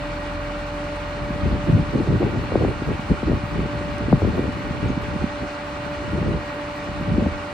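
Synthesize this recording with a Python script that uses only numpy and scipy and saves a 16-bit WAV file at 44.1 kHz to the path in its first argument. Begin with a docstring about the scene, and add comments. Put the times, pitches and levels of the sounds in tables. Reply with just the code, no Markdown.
"""Diesel engine and pump in gusty wind

An eight-cylinder diesel at a fast idle across the street knocks in a fixed pattern: clicks set its block ringing.
It turns a hydraulic pump; sine tones make the pump's hum and the exhaust beat.
A belt-driven accessory whirs with partly repeating noise and thin tones, and the fan is a flickering hiss.
Wind rumbles as shaped noise and thumps the microphone with short sliding swings.
A metal tick and two faint high chips are also heard."""
import sys
import numpy as np
from scipy import signal
from scipy.fft import rfft, irfft, next_fast_len
from scipy.io import wavfile

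SR = 44100
rng = np.random.default_rng(int(sys.argv[2]) if len(sys.argv) > 2 else 0)


def inscribe(sig):
    """Save sig as 16-bit PCM at rate SR to the path in sys.argv[1].

    A 1-D sig is mono; a 2-D sig holds one channel per row.
    Samples are clipped to [-1, 1] before scaling.
    """
    pcm = np.round(np.clip(np.atleast_2d(sig).T, -1, 1) * 32767)
    wavfile.write(sys.argv[1], SR, pcm.astype(np.int16))


N = 332066
CYCLE_HZ = 10.826   # full engine cycles per second; each cylinder fires once a cycle

# how alike the left and right hiss are: pitch_hz, likeness (0 to 1)
LIKENESS = [(60, 1), (500, 0.7), (860, .55), (1200, 0.28), (1550, 0.25), (1900, .75), (2500, 0.34),
            (3000, 0.49), (3400, .2), (4300, .68), (5300, 0.18), (6800, .4), (7500, .2), (8600, 1),
            (10000, 0.23), (13000, .6), (13700, 1)]
# which side the machine sounds lean to: pitch_hz, left_minus_right_db
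LEAN = [(60, 0.5), (700, 1.5), (900, -2), (1250, -2), (1550, -10), (1900, 1), (2600, 3), (3300, 8),
        (3900, -4.5), (4600, 2.5), (8000, -0.1)]
# how far the right side of the hiss is shifted ahead: pitch_hz, phase_radians
RIGHT_LEAD = [(700, 0), (950, -0.8), (1150, 1.7), (1460, 1.57), (1800, -0.24), (2400, -0.4), (2900, -1.3),
              (3350, -1.9), (3700, 1.2), (4100, -0.1), (5300, -.5), (5900, -1.5), (7400, -2.5), (8400, 1.5),
              (9000, 1.9), (10000, 0), (12000, -9.5), (13600, -2.5)]


def from_db(db):
    """Turns decibels into a plain gain."""
    return 10 ** (np.asarray(db) / 20)


def rms_one(x):
    """Scales a sound to an rms of 1."""
    return x / np.sqrt(np.mean(x ** 2) + 1e-20)


def in_time(rows):
    """Draws straight lines between timed rows, giving each column a value at every sample."""
    s, *columns = np.transpose(rows)
    return [np.interp(np.arange(N) / SR, s, c) for c in columns]


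def at_hz(points, hz):
    """Reads a curve at any pitch, with pitch on a log axis."""
    points = np.array(points, float)
    return np.interp(np.log(hz), np.log(points[:, 0] + 1), points[:, 1])


def drift(rate):
    """Smoothed noise that wanders slowly around 0 with spread 1; a higher rate wanders faster."""
    r = np.exp(-80 * np.pi * rate / SR)   # one value every 40 samples
    steps = rng.standard_normal(N // 40 + 2002)
    slow = signal.lfilter([1], [1, -2 * r, r * r], steps)[2000:]   # drop the settling-in
    return np.interp(np.arange(N) / 40, np.arange(len(slow)), rms_one(slow))


def ring(clicks, hz, t60):
    """A resonator: each unit click starts a sine that dies away by 60 dB in t60 seconds."""
    r, w = from_db(-60 / (t60 * SR)), 2 * np.pi * hz / SR
    return signal.lfilter([0, np.sin(w)], [1, -2 * r * np.cos(w), r * r], clicks + 1e-18)


def panned(x, pan_db):
    """Makes two channels, the left louder than the right by pan_db."""
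    return np.array([x * from_db(pan_db / 2), x * from_db(-pan_db / 2)])


def stereo_noise(spectrum, likeness, lean, loop_hz=1, memory=0, lead=((1, 0), (2, 0))):
    """Noise of rms 1 shaped by the curves; with memory it partly repeats itself loop_hz times a second."""
    size = next_fast_len(N)
    hz = np.arange(size // 2 + 1) * SR / size + 1
    mid, side = rfft(rng.standard_normal((2, size)))
    alike = np.clip(at_hz(likeness, hz), 0, .98)
    # the shared part is the same on both sides, the other part has opposite signs
    pair = np.sqrt(1 + alike) * mid + np.sqrt(1 - alike) * side * [[1], [-1]]
    pair[1] *= np.exp(1j * at_hz(lead, hz))
    pair /= 1 - min(memory, .95) * np.exp(-2j * np.pi * hz / loop_hz)   # each turn keeps a share of the last
    colour = panned(from_db(at_hz(spectrum, hz)), at_hz(lean, hz))
    return rms_one(irfft(pair * colour, size)[:, :N])


def add_swing(out, s, level_db, hz, pan_db, rise, fall, glide, hold_s=0):
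    """Adds a pressure swing that swells to a crest at s and fades, sliding down in pitch through hz at the crest."""
    hold = hold_s * hz   # rise, hold and fall all count in cycles of hz
    lead_in = int(3 * rise * SR / hz)
    cycles = np.arange(-lead_in, int((hold + 6 * fall) * SR / hz)) * hz / SR
    swell = np.exp(-(cycles / rise) ** 2)
    fade = np.exp(-np.maximum(cycles - hold, 0) / fall)
    shape = np.where(cycles < 0, swell, fade)
    pitch_ratio = np.where(cycles < 0, 1 - glide * cycles, 1 / (1 + glide * np.abs(cycles)))
    turns = np.cumsum(pitch_ratio) * hz / SR
    start = round(s * SR) - lead_in
    wave = from_db(level_db) * shape * np.sin(2 * np.pi * (turns + rng.random()))
    out[:, start:start + len(cycles)] += panned(wave, pan_db)


def knock(wander_s, scatter_db):
    """Each firing clicks every mode of the block; one cylinder is louder and makes a soft chug. 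Timing wanders."""
    # knock of each cylinder in firing order: left_db, right_db (full strength only at the chug pitch)
    cylinder_levels = [(-3, -7), (-7, -3), (-5, -6), (3, 3.5), (-6, -7), (-3, -4), (-8, -8), (-4, -4)]
    # ringing modes of the engine block: pitch_hz, t60_s, left_db, right_db, right_lag_s (before random spread)
    block_modes = [(744.4, 0.11, -40, -39, 0), (780, 0.071, -48.5, -49.5, 0), (868, 0.15, -40, -41, 0),
                   (894, 0.14, -43.5, -43, 0), (951, 0.069, -43, -48.5, 0), (989, .13, -38.5, -40, 0.0046),
                   (1004, 0.069, -40, -41, -.00005), (1118, 0.12, -43.5, -39.5, -0.000041),
                   (1140, 0.073, -45.5, -38, -0.00058), (1210, 0.13, -42.5, -42, -.00017),
                   (1300, 0.073, -45, -42.5, -.00018), (1440, 0.057, -44.5, -44.5, -.00018),
                   (1510, 0.044, -45, -43.5, 0.0076), (1558, .06, -48.5, -42, -.00012),
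                   (1600, 0.076, -49, -48, -.00007), (1880, 0.082, -46, -46.5, .00001),
                   (2273, 0.035, -48.5, -47.5, .00004), (2400, 0.027, -46, -51, .00003),
                   (2540, .025, -48.5, -51.5, -0.0069)]
    chug_hz, chug_octaves = 1050, .6   # the cylinders differ most around this pitch
    ear_path_spread_s = 0.00011   # each cylinder reaches the two sides by slightly different paths

    firing = np.arange(int((N / SR - .01) * 8 * CYCLE_HZ))
    at = np.round(firing / (8 * CYCLE_HZ) * SR).astype(int)
    at = at + np.round(wander_s * SR * drift(1.5)[at]).astype(int)
    cylinder = firing % 8
    out = np.zeros((2, N))
    for hz, t60, left_db, right_db, lag_s in block_modes:
        contrast = np.exp(-(np.log2(hz / chug_hz) / chug_octaves) ** 2)
        level_db = contrast * np.array(cylinder_levels)[cylinder] + [left_db, right_db]
        level_db = level_db + rng.normal(0, scatter_db, (len(at), 1))
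        left, right = from_db(level_db).T
        # paths through block and bodywork differ in length, which smears each knock
        left_at = at + (rng.uniform(-.0008, .0012, 8) * SR).astype(int)[cylinder]
        lag_s = lag_s + rng.normal(0, ear_path_spread_s, 8)[cylinder]
        right_at = left_at + np.round(lag_s * SR).astype(int)
        clicks = np.zeros((2, N))
        clicks[0, np.clip(left_at, 0, N - 1)] = left
        clicks[1, np.clip(right_at, 0, N - 1)] = right
        out += ring(clicks, hz, t60)
    # the block radiates no bass and little treble
    return signal.sosfilt(signal.butter(2, [680, 3000], "band", fs=SR, output="sos"), out)


def hums():
    """The pump teeth and the exhaust beat each make a row of sines at whole multiples of their rate."""
    # pump tones: multiple of the tooth rate, relative_db
    pump_tones = [(1, -5.5), (2, -1), (3, -20.5)]
    # exhaust tones: multiple of the cycle rate, relative_db
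    exhaust_tones = [(4, -3), (8, -9), (12, -13), (16, -14.5), (24, -14.5), (28, -9)]
    # pump loudness before its slow waver: time_s, level_db
    pump_level = [(0, -33.5), (1.75, -32), (2.0, -38.5), (3.2, -39), (3.8, -33), (4.4, -36.5), (5.2, -34.5),
                  (7.53, -34.5)]
    # loudness of the lower exhaust tones: time_s, level_db
    throb_level = [(0, -31), (1.9, -34), (2.5, -43), (4.2, -47), (5.0, -50), (7.53, -51)]
    tooth_hz, pump_waver_db = 292.7, 0.96
    side_waver_db = 1.0   # all pump tones but the second also swell and fade on their own
    buzz_from, buzz_db = 20, -37   # exhaust multiples from this one up hold a steady level

    (pump_db,), (throb_db,) = in_time(pump_level), in_time(throb_level)
    teeth, cycle = 2 * np.pi * np.outer([tooth_hz, CYCLE_HZ], np.arange(N) / SR)
    teeth = teeth + .08 * drift(2.5)   # the pump's pitch is slightly unsteady
    pump, throb = np.zeros(N), np.zeros(N)
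    for k, db in pump_tones:
        tone_db = db + (k != 2) * side_waver_db * drift(3.4)
        pump += from_db(tone_db) * np.sin(k * teeth + rng.uniform(0, 2 * np.pi))
    for k, db in exhaust_tones:
        tone_db = db + (throb_db if k < buzz_from else buzz_db)
        throb += from_db(tone_db) * np.sin(k * cycle + rng.uniform(0, 2 * np.pi))
    pump_db = pump_db + pump_waver_db * drift(4.1)
    return np.sqrt(2) * (panned(from_db(pump_db) * pump, -1.5) + panned(throb, .3))


def accessory():
    """A belt-driven unit: a rush that partly repeats every turn, and thin tones that swell and fade."""
    # colour of the rush: pitch_hz, relative_db_per_hz
    whir_colour = [(600, -22.5), (850, -2.5), (1100, -10.5), (1420, 18), (1700, 4.5), (1910, 15.5),
                   (2100, 4), (2300, 11), (2650, 0.5), (2820, 5.5), (3080, -8), (3250, -7), (3600, -3),
                   (3850, -11), (4250, 5.5), (4400, -8), (5000, -23), (7000, -122)]
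    # thin tones: pitch_hz, level_db (rms, before swelling and leaning)
    whines = [(1257, -54.5), (1301, -61.5), (1344, -61.5), (1386, -57.5), (1427, -59), (1552, -58.5),
              (1635, -57), (1847, -64), (1889, -58.5), (1931, -58), (2141, -65), (2184, -63.5), (2266, -58),
              (2309, -63), (2428, -57), (2548, -65), (2769, -60), (2939, -58), (3205, -72.5), (3660, -65.5),
              (4290, -66.5)]
    turn_hz, memory, whir_db = 42.0, 0.42, -42.5   # memory: share kept from the last turn

    rush = stereo_noise(whir_colour, LIKENESS, LEAN, turn_hz, memory, lead=RIGHT_LEAD)
    out = from_db(whir_db) * rush
    for hz, level_db in whines:
        phase = 2 * np.pi * hz * np.arange(N) / SR + 0.00061 * hz * drift(2.5)
        tone = np.sqrt(2) * from_db(level_db + 2.5 * drift(6.0)) * np.sin(phase)
        out += panned(tone, at_hz(LEAN, hz))
    return out


def fan():
    """Moving air makes a noise hiss whose upper bands flutter on their own."""
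    # colour of the hiss: pitch_hz, relative_db_per_hz
    hiss_colour = [(20, -5), (50, 0), (230, -5), (300, -6), (450, -9), (800, -9), (1500, -14),
                   (2700, -15.5), (3200, -21), (4300, -23), (5500, -28.5), (9700, -38), (11200, -76.5),
                   (13300, -39), (15800, -51)]
    # fluttering bands: from_hz, to_hz, swing_db, rate (per s)
    flicker = [(1700, 3600, 1.2, 20), (3020, 5000, 0.68, 20), (5000, 8000, 0.96, 15),
               (8100, 13000, 1.3, 14), (12000, 15500, 2.5, 18)]
    hiss = from_db(-34.5) * stereo_noise(hiss_colour, LIKENESS, LEAN, lead=RIGHT_LEAD)
    for low_hz, high_hz, swing_db, rate in flicker:
        band_filter = signal.butter(2, [low_hz, high_hz], "band", fs=SR, output="sos")
        band = signal.sosfiltfilt(band_filter, hiss)
        hiss = hiss + (from_db(swing_db * drift(rate)) - 1) * band
    return hiss


def tick():
    """One click sets three short metal resonances ringing, softened at the very top."""
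    # the metal tick: time_s, click_db, left_minus_right_db
    metal_tick = [(3.9828, -44, -11)]
    (s, click_db, pan_db), = metal_tick
    click = np.zeros(N)
    click[round(s * SR)] = from_db(click_db)
    ringing = ring(click, 8300, 0.007) + ring(click, 9500, 0.006) + from_db(9) * ring(click, 5500, .003)
    return panned(signal.sosfilt(signal.butter(6, 10500, fs=SR, output="sos"), ringing), pan_db)


def chips():
    """Brief faint high notes: steady-pitched swings that swell and fade within some milliseconds."""
    # high chips: crest_s, level_db (before panning), pitch_hz
    high_chips = [(4.886, -45, 6500), (4.903, -44, 6460)]
    out = np.zeros((2, N))
    for s, level_db, hz in high_chips:
        add_swing(out, s, level_db, hz, 3.0, rise=8.0, fall=16.0, glide=0)
    return out


def buffets(flow):
    """Wind buffets thump the microphone, others at random follow the airflow; separate sharp snaps slide down."""
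    # single timed wind buffets, loud and soft: crest_s, level_db (before panning), pitch_hz (at the crest)
    timed_buffets = [(1.309, -19, 187), (1.465, -9, 188), (1.53, -10, 193), (1.641, -18, 135),
                     (1.701, -11.5, 138), (1.722, -16, 150), (1.737, -7, 118), (1.751, -4.5, 128),
                     (1.767, -10, 175), (1.8, -9, 178), (1.958, -10, 273), (2.008, -11, 239),
                     (2.077, -13, 322), (2.106, -11.5, 203), (2.268, -12, 236), (2.362, -18.5, 323),
                     (2.525, -14, 400), (2.558, -7.5, 400), (2.629, -20, 374), (2.823, -14, 297),
                     (2.918, -15, 312), (2.997, -17, 186), (3.11, -29, 159), (3.12, -10, 237),
                     (3.286, -15, 202), (3.298, -10, 300), (3.312, -14, 171), (3.334, -9, 247),
                     (3.44, -16, 164), (3.557, -16.5, 211), (3.594, -11.5, 250), (3.66, -17, 191),
                     (3.857, -24, 181), (4.086, -12, 262), (4.178, -16, 188), (4.231, -9.5, 330),
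                     (4.395, -6, 315), (4.442, -13, 323), (4.491, -15, 243), (4.711, -14, 188),
                     (4.861, -16.5, 206), (4.899, -16, 192), (4.978, -12.5, 214), (5.163, -14.5, 194),
                     (5.243, -9, 223), (5.427, -17, 235), (5.865, -22, 230), (6.165, -20, 180),
                     (6.219, -14.5, 167), (6.19, -26, 380), (6.229, -15.5, 338), (6.272, -13.5, 148),
                     (6.29, -15, 357), (6.32, -15, 193), (6.343, -21, 150), (6.889, -20.5, 265),
                     (7.013, -17, 244), (7.122, -10, 173), (7.184, -3.5, 254), (7.226, -13.5, 247),
                     (7.269, -11, 236), (7.33, -38, 109)]
    # snaps, short sharp downward-sliding thumps of wind: time_s (crest 0.79 ms later),
    # level_db (before panning), pitch_hz (at the crest), hold_s
    snaps = [(1.459, -17, 400, 0.0046), (2.219, -18.5, 760, 0.0036), (2.229, -12.5, 604, 0.0039),
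             (2.36, -20, 563, .001), (2.52, -17, 685, 0.0022), (2.555, -10, 720, 0.0058),
             (2.622, -15, 685, .002), (2.648, -12, 760, 0.0029), (3.099, -17.5, 490, 0.0025),
             (3.23, -16.5, 470, 0.0082), (3.318, -17, 600, 0.0016), (4.127, -6.5, 810, 0.012),
             (4.219, -17, 720, .004), (4.248, -14.5, 527, 0.0037), (4.275, -13, 386, 0.011),
             (4.38, -14.5, 520, 0.004), (4.439, -23, 480, 0.0023), (7.262, -17, 680, 0.0018)]
    random_count, random_low_hz, random_high_hz = 320, 156, 555
    random_db, random_spread_db = -0.5, 6.5   # random buffets compared with the airflow

    when, size, pitch = rng.random((random_count, 3)).T
    s = .1 + when * (N / SR - .2)
    # lower buffets follow the middle airflow, higher ones the bright airflow
    local_flow = flow[(pitch > .5).astype(int), (s * SR).astype(int)]
    level_db = 20 * np.log10(local_flow) + random_db + random_spread_db * (2 * size - 1)
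    random_hz = random_low_hz * (random_high_hz / random_low_hz) ** pitch
    random_buffets = np.transpose([s, level_db, random_hz])
    out = np.zeros((2, N))
    for s, level_db, hz in [*timed_buffets, *random_buffets]:
        add_swing(out, s, level_db, hz, rng.normal(0, 2.5), rise=0.5986, fall=0.65, glide=0.22)
    for s, level_db, hz, hold_s in snaps:
        add_swing(out, s + 0.00079, level_db, hz, 4.5, rise=.42, fall=1.0, glide=0.55, hold_s=hold_s)
    return out


def wind(flow):
    """Eddies roll over the microphone in lumps; small fast ones are bright, large slow ones deep."""
    # colours of the middle, bright and deep rumble: pitch_hz, relative_db_per_hz
    middle_colour = [(20, -29.5), (70, -13), (110, 4), (170, 1), (260, -5.5), (500, -26), (1200, -52),
                     (16000, -120)]
    bright_colour = [(20, -46), (150, -17.5), (300, 13), (500, 6), (800, -8.5), (1400, -38), (16000, -81)]
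    deep_colour = [(20, -19), (40, -5.5), (65, 2), (95, -0.5), (160, -38.5), (16000, -140)]
    alike, lean = [(50, 0.78), (600, 0.66)], [(50, .4), (600, 1.2)]
    lumps = from_db(0.99 * drift(15.5))
    middle = rms_one(stereo_noise(middle_colour, alike, lean) * from_db(2.2 * drift(26.0)))
    bright = rms_one(stereo_noise(bright_colour, alike, lean) * from_db(3.5 * drift(30)))
    deep = stereo_noise(deep_colour, alike, lean)
    rumble = from_db(-3.0) * flow[0] * middle + from_db(-3.0) * flow[1] * bright
    return lumps * (rumble + from_db(-4.0) * flow[2] * deep)


def airflow():
    """Wind strength as gains for middle, bright and deep rumble: a breeze plus gusts that rise, hold and fall."""
    # breeze between gusts: time_s, flow_db
    breeze = [(0, -37), (.95, -44), (1.3, -29.5), (2.4, -29), (3.0, -33.5), (4.0, -29.5), (5.2, -29),
              (5.5, -50.5), (6.1, -31), (6.7, -49), (7.0, -29), (7.53, -45)]
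    # gusts: start_s, length_s, flow_db, bright_db and deep_db (both compared with flow_db)
    gusts = [(1.434, 0.043, -21.5, -23, 3.5), (1.517, 0.039, -21.5, -7, 6), (1.692, 0.11, -17, -11.5, -0.5),
             (1.937, 0.11, -22.5, -4.5, -21), (2.08, 0.084, -20, -6, -4), (2.2, 0.076, -24, 4, -16),
             (2.342, 0.044, -25, -1.5, -10), (2.526, 0.15, -24, -1.5, 0.5), (2.615, 0.077, -21.5, -0.5, -5),
             (2.877, 0.059, -23.5, -3, 3), (3.105, 0.018, -19.5, -4.5, 4), (3.26, 0.091, -21, -3, 0),
             (3.526, 0.13, -27, -4.5, 0.5), (4.01, 0.077, -26.5, -6, 1), (4.125, 0.021, -12.5, -14, -4),
             (4.224, 0.067, -17.5, -8.5, -2), (4.328, 0.16, -26, -2, -6), (4.831, 0.074, -22.5, -6, -2.5),
             (5.212, 0.024, -24, -8, 0), (5.409, 0.029, -31, -4, -1), (6.135, 0.17, -24, -4.5, -2),
             (6.256, .11, -24, -5, 1), (7.079, 0.19, -20.5, -6, -2), (7.3, .04, -38, -1, 14.5)]
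    rise_s, fall_s = 0.017, 0.053   # time to gain or lose 20 dB
    t = np.arange(N) / SR
    power = from_db(in_time(breeze)[0] + np.array([[0], [-9], [0]])) ** 2   # middle, bright, deep
    for s, length, flow_db, bright_db, deep_db in gusts:
        away = np.maximum(np.maximum((s - t) / rise_s, (t - s - length) / fall_s), 0)
        near = away < 3   # ignore the gust once it is 60 dB down
        gust_db = flow_db - 20 * away[near] + np.array([[0], [bright_db], [deep_db]])
        power[:, near] += from_db(gust_db) ** 2
    return np.sqrt(power)


def scene():
    """Engine, pump, accessory and fan under the wind, with a tick and two chips."""
    flow = airflow()
    engine = knock(wander_s=0.00014, scatter_db=1.2)
    machine = engine + hums() + accessory() + fan()
    return machine + wind(flow) + buffets(flow) + tick() + chips()


def record(dry):
    """The bass rolls off, peaks are rounded, the top is cut."""
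    dry = signal.sosfilt(signal.butter(3, 36, "high", fs=SR, output="sos"), dry)
    rounded = .95 * np.tanh(dry / .95)
    return signal.sosfilt(signal.cheby2(24, 60, 15960, fs=SR, output="sos"), rounded)


dry = scene()
out = record(dry)
inscribe(out)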